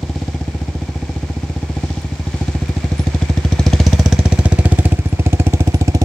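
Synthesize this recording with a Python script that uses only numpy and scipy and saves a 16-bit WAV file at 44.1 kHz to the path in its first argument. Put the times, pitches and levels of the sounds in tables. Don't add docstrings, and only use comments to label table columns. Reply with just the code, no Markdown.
import sys
import numpy as np
from scipy import signal
from scipy.fft import rfft, irfft, next_fast_len
from scipy.io import wavfile

SR = 44100
rng = np.random.default_rng(int(sys.argv[2]) if len(sys.argv) > 2 else 0)


def persist_wave(psi):
    counts = np.round(np.clip(psi, -1, 1) * 32767).astype(np.int16)
    wavfile.write(sys.argv[1], SR, np.atleast_2d(counts).T)


N = 266364
TIME = np.arange(N) / SR
REFERENCE_M, SOUND_M_PER_S = 8, 343
PIPE_HEIGHT_M, MICROPHONE_HEIGHT_M = 0.592, 1.675

# frequency_hz, gain_db
RUMBLE_EQ = [(20, 19.5), (40, 20.5), (70, 20), (120, 5.5), (250, 7), (500, -4.5), (1000, -8), (2000, -41.5)]
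# centre_s, pitch_hz, length_s, level_db
BIRD_SQUEAKS = [(2.99, 9500, 0.028, -45), (3.017, 10100, 0.038, -45), (5.095, 9960, .025, -49),
                (5.758, 10400, 0.055, -47)]

# time_s, distance_m, side_seen (0 front, 1 flank, 2 behind)
RIDE_PATH = [(0, 19.1, 0.078), (1.9, 14.35, .02), (3.0, 10.84, 0.43), (3.8, 9.2, .92), (4.7, 10.3, 1.7),
             (5.2, 14, 1.83), (6.04, 17.1, 1.92)]
# time_s, left_lag_s
PAN_LAG = [(0, -.00002), (2.2, -.00004), (3.8, -.00002), (4.8, .00009), (6.04, .00016)]
# time_s, firings_per_s
FIRING_RATE = [(0.0, 14.44), (0.208, 16.683), (0.408, 14.723), (1.304, 14.565), (1.495, 15.656),
               (1.706, 14.351), (1.879, 14.839), (2.094, 13.086), (2.511, 14.642), (2.791, 13.188),
               (3.4, 13.164), (3.925, 15.622), (4.294, 15.05), (4.793, 15.069), (5.06, 14.492),
               (5.311, 14.836), (5.552, 14.399), (6.04, 14.771)]
# time_s, opening (0-1)
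THROTTLE_MOVES = [(0, 0.3), (1.4, 0.05), (1.68, 0.1), (1.84, 0.32), (1.98, 0), (2.18, 0), (2.42, 0.36),
                  (2.62, 0.28), (3.0, 0.45), (3.47, 0.53), (3.68, 0.84), (4.1, 0.68), (4.55, 0.54),
                  (4.89, 0.53), (5.0, 0.02), (5.12, 0.12), (5.3, 0.55), (5.8, 0.48), (6.04, 0.62)]
LAYER_MIX = {"thump": (-16, -15, -9, 8), "bark": (-8.5, -17.5, -10.5, 14.5), "jet": (-39, -37.5, -30, 23),
             "clatter": (-36, -35.5, -36.5, 4.5), "tyres": (-38, -42.5, -39.5, 5.5)}

# start_s, relative_level_db
PEBBLE_SNAPS = [(1.2294, -42), (2.0158, -28), (2.3655, -34), (2.6848, -28), (3.0659, -40), (3.2964, -48)]
# centre_s, boost_db
GRAVEL_PATCHES = [(0.22, 3.5), (1.22, 1), (1.93, 3.5), (2.4, 3), (3.83, 4.5)]
# frequency_hz, gain_db
GRAVEL_EQ = [(1500, -12), (3000, 1), (4200, 1.5), (5800, 0.5), (7500, -2.5), (8600, -11.5), (10000, -21.5),
             (15500, -40)]
CLATTER_EQ = [(300, 5.5), (800, 5.5), (1200, 0.5), (1800, 3), (2400, -4), (3000, -5.5), (4500, -19.5),
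              (8000, -22.5)]
# pitch_hz, width_hz, relative_level_db
FIN_MODES = [(1970, 110, -24), (2332, 194, -4), (3330, 550, -15), (6000, 520, -23), (7600, 86, -15)]
# frequency_hz, gain_db
JET_FLANK_EQ = [(900, 6), (1250, -16), (1750, 11), (2100, 0), (3400, 9), (4500, 5.5), (6000, 4.5),
                (7000, -1.5), (8000, -1.5), (10000, -15.5), (15500, -17)]
JET_BEHIND_EQ = [(1000, -7), (1500, 12.5), (2000, 0), (2450, 13), (3000, 1.5), (4200, 5.5), (5500, 2),
                 (7500, 4), (10000, -7), (15500, -14)]
# pitch_hz, width_hz, front_db, flank_db, behind_db
SILENCER_MODES = [(75.6, 8.1, -1.5, -3, -33), (80.4, 52, -4, -1, 0), (140.4, 10.5, -5.5, -8, -11.5),
                  (193.2, 14, -50, -9.5, -26), (243.7, 36, -15, -25, -12.5), (322.5, 42.3, -12.5, -18, -13),
                  (361.3, 16.4, -13.5, -10.5, -18.5), (492, 19.2, -15.5, -16, -20.5),
                  (575.4, 22, -21.5, -28, -29), (619, 32.6, -52, -16.5, -25.5), (716, 19, -18.5, -24, -15),
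                  (810, 24.5, -11, -30.5, -18), (899, 11, -80, -21.5, -27.5)]
MODE_POLARITY = [1, 1, 1, 1, 1, -1, 1, -1, 1, 1, 1, -1, -1]

# front_hz, flank_hz, behind_hz
NOTCH_HZ = (474, 371, 203.5)
# time_s, depth (0-1)
NOTCH_DEPTH = [(1.7, 0), (2.05, .98), (3.1, 0.83), (4.9, 0.85), (5.5, 0.5)]
# frequency_hz, left_minus_right_db
PORT_EQ = [(400, 0), (1100, -1), (3100, 1), (4100, -3), (5300, -5), (6800, 0.5), (8900, 9.5), (11500, -1),
           (15000, -2)]


def from_db(db):
    return 10 ** (np.asarray(db) / 20)


def unit_rms(x):
    return x / np.sqrt(np.mean(x ** 2) + 1e-20)


def automation(rows):
    times, *columns = np.transpose(rows)
    return [np.interp(TIME, times, column) for column in columns]


def swell(centre_s, length_s):
    return np.exp(-np.minimum((2 * (TIME - centre_s) / length_s) ** 2, 100))


def butter(x, hz, kind, order=2):
    return signal.sosfilt(signal.butter(order, hz, kind, fs=SR, output="sos"), x + 1e-18)


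def ring(x, hz, width_hz):
    r, w = np.exp(-np.pi * width_hz / SR), 2 * np.pi * hz / SR
    return signal.lfilter([0, 2 * (1 - r) * np.sin(w)], [1, -2 * r * np.cos(w), r * r], x + 1e-18)


def equalise(x, eq):
    hz, db = np.transpose(eq)
    size = next_fast_len(N + SR // 50)
    bin_hz = np.maximum(np.fft.rfftfreq(size, 1 / SR), 1)
    gain = from_db(np.interp(np.log(bin_hz), np.log(hz), db))
    return irfft(rfft(x, size) * gain, size)[..., :N]


def coloured(x, eq):
    return unit_rms(equalise(x, eq))


def delayed(channel, delay_s):
    return np.interp(TIME - delay_s, TIME, channel)


def stereo_noise(shared):
    white = rng.standard_normal((3, N))
    return np.sqrt(shared) * white[2] + np.sqrt(1 - shared) * white[:2]


def grains(per_s, spread_db):
    sizes = from_db(spread_db * np.minimum(rng.exponential(1, (2, N)), 4))
    hits = rng.random((2, N)) < per_s / SR
    return unit_rms(hits * sizes * rng.choice([-1, 1], (2, N)))


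def kicks(firings, lead_s, spread_db):
    clicks = np.zeros(N)
    strengths = from_db(spread_db * rng.standard_normal(len(firings)))
    clicks[np.clip(firings - round(lead_s * SR), 0, N - 1)] = strengths
    return clicks


def bursts(firings, lead_s, spread_db, rise_s, fall_s, tail_s, tail_db):
    t = np.arange(-SR // 40, SR // 15) / SR
    attack = np.exp(-abs(t) / rise_s)
    release = np.hypot(np.exp(-abs(t) / fall_s), from_db(tail_db) * np.exp(-abs(t) / tail_s))
    burst = np.where(t < 0, attack, release)
    return signal.fftconvolve(kicks(firings, lead_s, spread_db), burst)[np.sum(t < 0):][:N]


def facing(front, flank, behind):
    _, side_seen = automation(RIDE_PATH)
    return np.interp(side_seen, [0, 1, 2], [front, flank, behind])


def emitted_db(layer):
    *side_db, throttle_db = LAYER_MIX[layer]
    return facing(*side_db) + throttle_db * automation(THROTTLE_MOVES)[0]


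def heard_db(layer):
    distance_m, _ = automation(RIDE_PATH)
    return emitted_db(layer) - 20 * np.log10(distance_m / REFERENCE_M)


def valley_rumble(level_db=-28):
    return from_db(level_db) * coloured(stereo_noise(shared=1.0), RUMBLE_EQ)


def hillside(x, level_db=-23, t60_s=0.2, low_hz=170):
    t = np.arange(SR // 2) / SR
    envelope = from_db(-60 * t / t60_s) * np.minimum(t / 0.0022, 1)
    echoes = stereo_noise(shared=0.58)[:, :len(t)] * envelope
    echoes /= np.sqrt(np.sum(echoes ** 2, axis=1, keepdims=True))
    send = butter(x, low_hz, "high")
    return from_db(level_db) * signal.fftconvolve(send[None], echoes, axes=1)[:, :N]


def bird(width_hz=900):
    out, air = 0, stereo_noise(shared=0.18)
    for centre_s, hz, length_s, db in BIRD_SQUEAKS:
        voice = unit_rms(butter(air, [hz - width_hz / 2, hz + width_hz / 2], "band"))
        out += from_db(db) * voice * swell(centre_s, length_s)
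    return out


def pebbles(trim_db=-8, decay_s=0.0074, band_hz=(3500, 10000)):
    gate = sum(from_db(db + trim_db) * (TIME >= start_s) * np.exp(-abs(TIME - start_s) / decay_s)
               for start_s, db in PEBBLE_SNAPS)
    return gate * butter(stereo_noise(shared=0.35), band_hz, "band")


def tyres(trim_db=-0.44, crunch_db=-3, patch_s=0.25):
    boost_db = sum(db * swell(centre_s, patch_s) for centre_s, db in GRAVEL_PATCHES)
    grit = stereo_noise(shared=0.21) + from_db(crunch_db) * grains(per_s=700, spread_db=4.5)
    return from_db(heard_db("tyres") + boost_db + trim_db) * coloured(grit, GRAVEL_EQ)


def engine_clatter(firings, clatter_db=-1, fins_db=-2, knock_depth=0.6):
    knock = bursts(firings, lead_s=0.013, spread_db=2.5,
                   rise_s=0.002, fall_s=0.006, tail_s=0.012, tail_db=-3)
    clatter = from_db(clatter_db) * coloured(stereo_noise(shared=0.31), CLATTER_EQ)
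    rattle = stereo_noise(shared=0.6) + grains(per_s=260, spread_db=5)
    fins = sum(from_db(db + fins_db) * unit_rms(ring(rattle, hz, width_hz))
               for hz, width_hz, db in FIN_MODES)
    return from_db(heard_db("clatter")) * (1 + knock_depth * knock) * (clatter + fins)


def pipe_whistle(firings, level_db=-22, pitch_hz=5950, width_hz=450, beam_side=1.14, beam_width=0.39):
    _, side_seen = automation(RIDE_PATH)
    gate = bursts(firings, lead_s=0.0031, spread_db=2.5,
                  rise_s=0.001, fall_s=0.0034, tail_s=0.025, tail_db=-10)
    beam = np.exp(-((side_seen - beam_side) / beam_width) ** 2)
    metal = unit_rms(ring(stereo_noise(shared=0.28), pitch_hz, width_hz))
    return from_db(level_db) * beam * gate * metal


def road_bounce(hiss, firings, gain=0.51, roughness=0.15):
    distance_m, _ = automation(RIDE_PATH)
    delay_s = 2 * PIPE_HEIGHT_M * MICROPHONE_HEIGHT_M / (distance_m * SOUND_M_PER_S)
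    bumps = np.interp(TIME, TIME[firings], rng.standard_normal(len(firings)))
    delay_s *= 1 + roughness * bumps
    return hiss + gain * np.array([delayed(channel, delay_s) for channel in hiss])


def road_notch(x, half_width_hz=50):
    depth, = automation(NOTCH_DEPTH)
    carrier = np.exp(2j * np.pi * np.cumsum(facing(*NOTCH_HZ)) / SR)
    band = 2 * np.real(carrier * butter(x / carrier, half_width_hz, "low", order=1))
    return x - depth * band


def jet_hiss(firings, trim_db=1.17, lift_db_per_m=0.18):
    distance_m, side_seen = automation(RIDE_PATH)
    gate = bursts(firings, lead_s=0.0028, spread_db=0.5,
                  rise_s=0.0016, fall_s=0.0029, tail_s=0.019, tail_db=-12.5)
    behind = np.clip(side_seen - 1, 0, 1)
    gas = stereo_noise(shared=0.54)
    hiss = (1 - behind) * coloured(gas, JET_FLANK_EQ) + behind * coloured(gas, JET_BEHIND_EQ)
    level_db = heard_db("jet") + trim_db + lift_db_per_m * (distance_m - REFERENCE_M)
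    return from_db(level_db) * gate * hiss


def jet_chuff(firings, trim_db=-21, shadow_db=-6, band_hz=(350, 820)):
    gate = bursts(firings, lead_s=0.003, spread_db=1.4,
                  rise_s=0.003, fall_s=0.02, tail_s=0.035, tail_db=-13)
    turbulence = unit_rms(butter(stereo_noise(shared=0.58), band_hz, "band", order=3))
    level_db = heard_db("thump") + emitted_db("bark") + trim_db + facing(shadow_db, 0, 0)
    return from_db(level_db) * gate * turbulence


def firing_samples(start_cycles=0.5179):
    cycles = start_cycles + np.cumsum(automation(FIRING_RATE)[0]) / SR
    return np.flatnonzero(np.diff(np.floor(cycles))) + 1


def exhaust_thump(firings, drive_db=63, mouth_hz=740, leak_db=-21, crack_db=-27):
    thump_db, bark_db = heard_db("thump"), emitted_db("bark")
    body = 0
    for (hz, width_hz, *side_db), sign in zip(SILENCER_MODES, MODE_POLARITY):
        bark_share = np.clip(np.log2(hz / 70) / 3, 0, 1) ** 1.5
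        pulse = kicks(firings, lead_s=0.0044, spread_db=0.2 + 1.2 * bark_share)
        leak = from_db(leak_db) * kicks(firings, lead_s=0.0082, spread_db=2)
        gain = from_db(thump_db + facing(*side_db) + bark_share * bark_db)
        body += sign * ring(gain * (pulse + leak), hz, width_hz)
    crack = kicks(firings, lead_s=0.0084, spread_db=4.5) * from_db(thump_db + bark_db + crack_db)
    header = ring(crack, hz=800, width_hz=130)
    return from_db(drive_db) * butter(body + header, mouth_hz, "low", order=4)


def scene():
    firings = firing_samples()
    thump = exhaust_thump(firings)
    jet = road_bounce(jet_hiss(firings), firings) + jet_chuff(firings)
    motorcycle = road_notch(thump + jet + engine_clatter(firings) + tyres())
    surroundings = valley_rumble() + hillside(thump) + pebbles() + bird()
    left, right = motorcycle + pipe_whistle(firings)
    lag_s, = automation(PAN_LAG)
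    return surroundings + np.array([delayed(left, lag_s / 2), delayed(right, -lag_s / 2)])


def record(dry, low_cut_hz=77, high_cut_hz=16000, clip_hardness=16):
    ported = np.array([equalise(channel, [(hz, side * db / 2) for hz, db in PORT_EQ])
                       for channel, side in zip(dry, (1, -1))])
    thinned = butter(ported, low_cut_hz, "high", order=4)
    clipped = thinned / (1 + abs(thinned) ** clip_hardness) ** (1 / clip_hardness)
    high_cut = signal.ellip(10, 0.05, 70, high_cut_hz, fs=SR, output="sos")
    return signal.sosfiltfilt(high_cut, clipped)


dry = scene()
out = record(dry)
persist_wave(out)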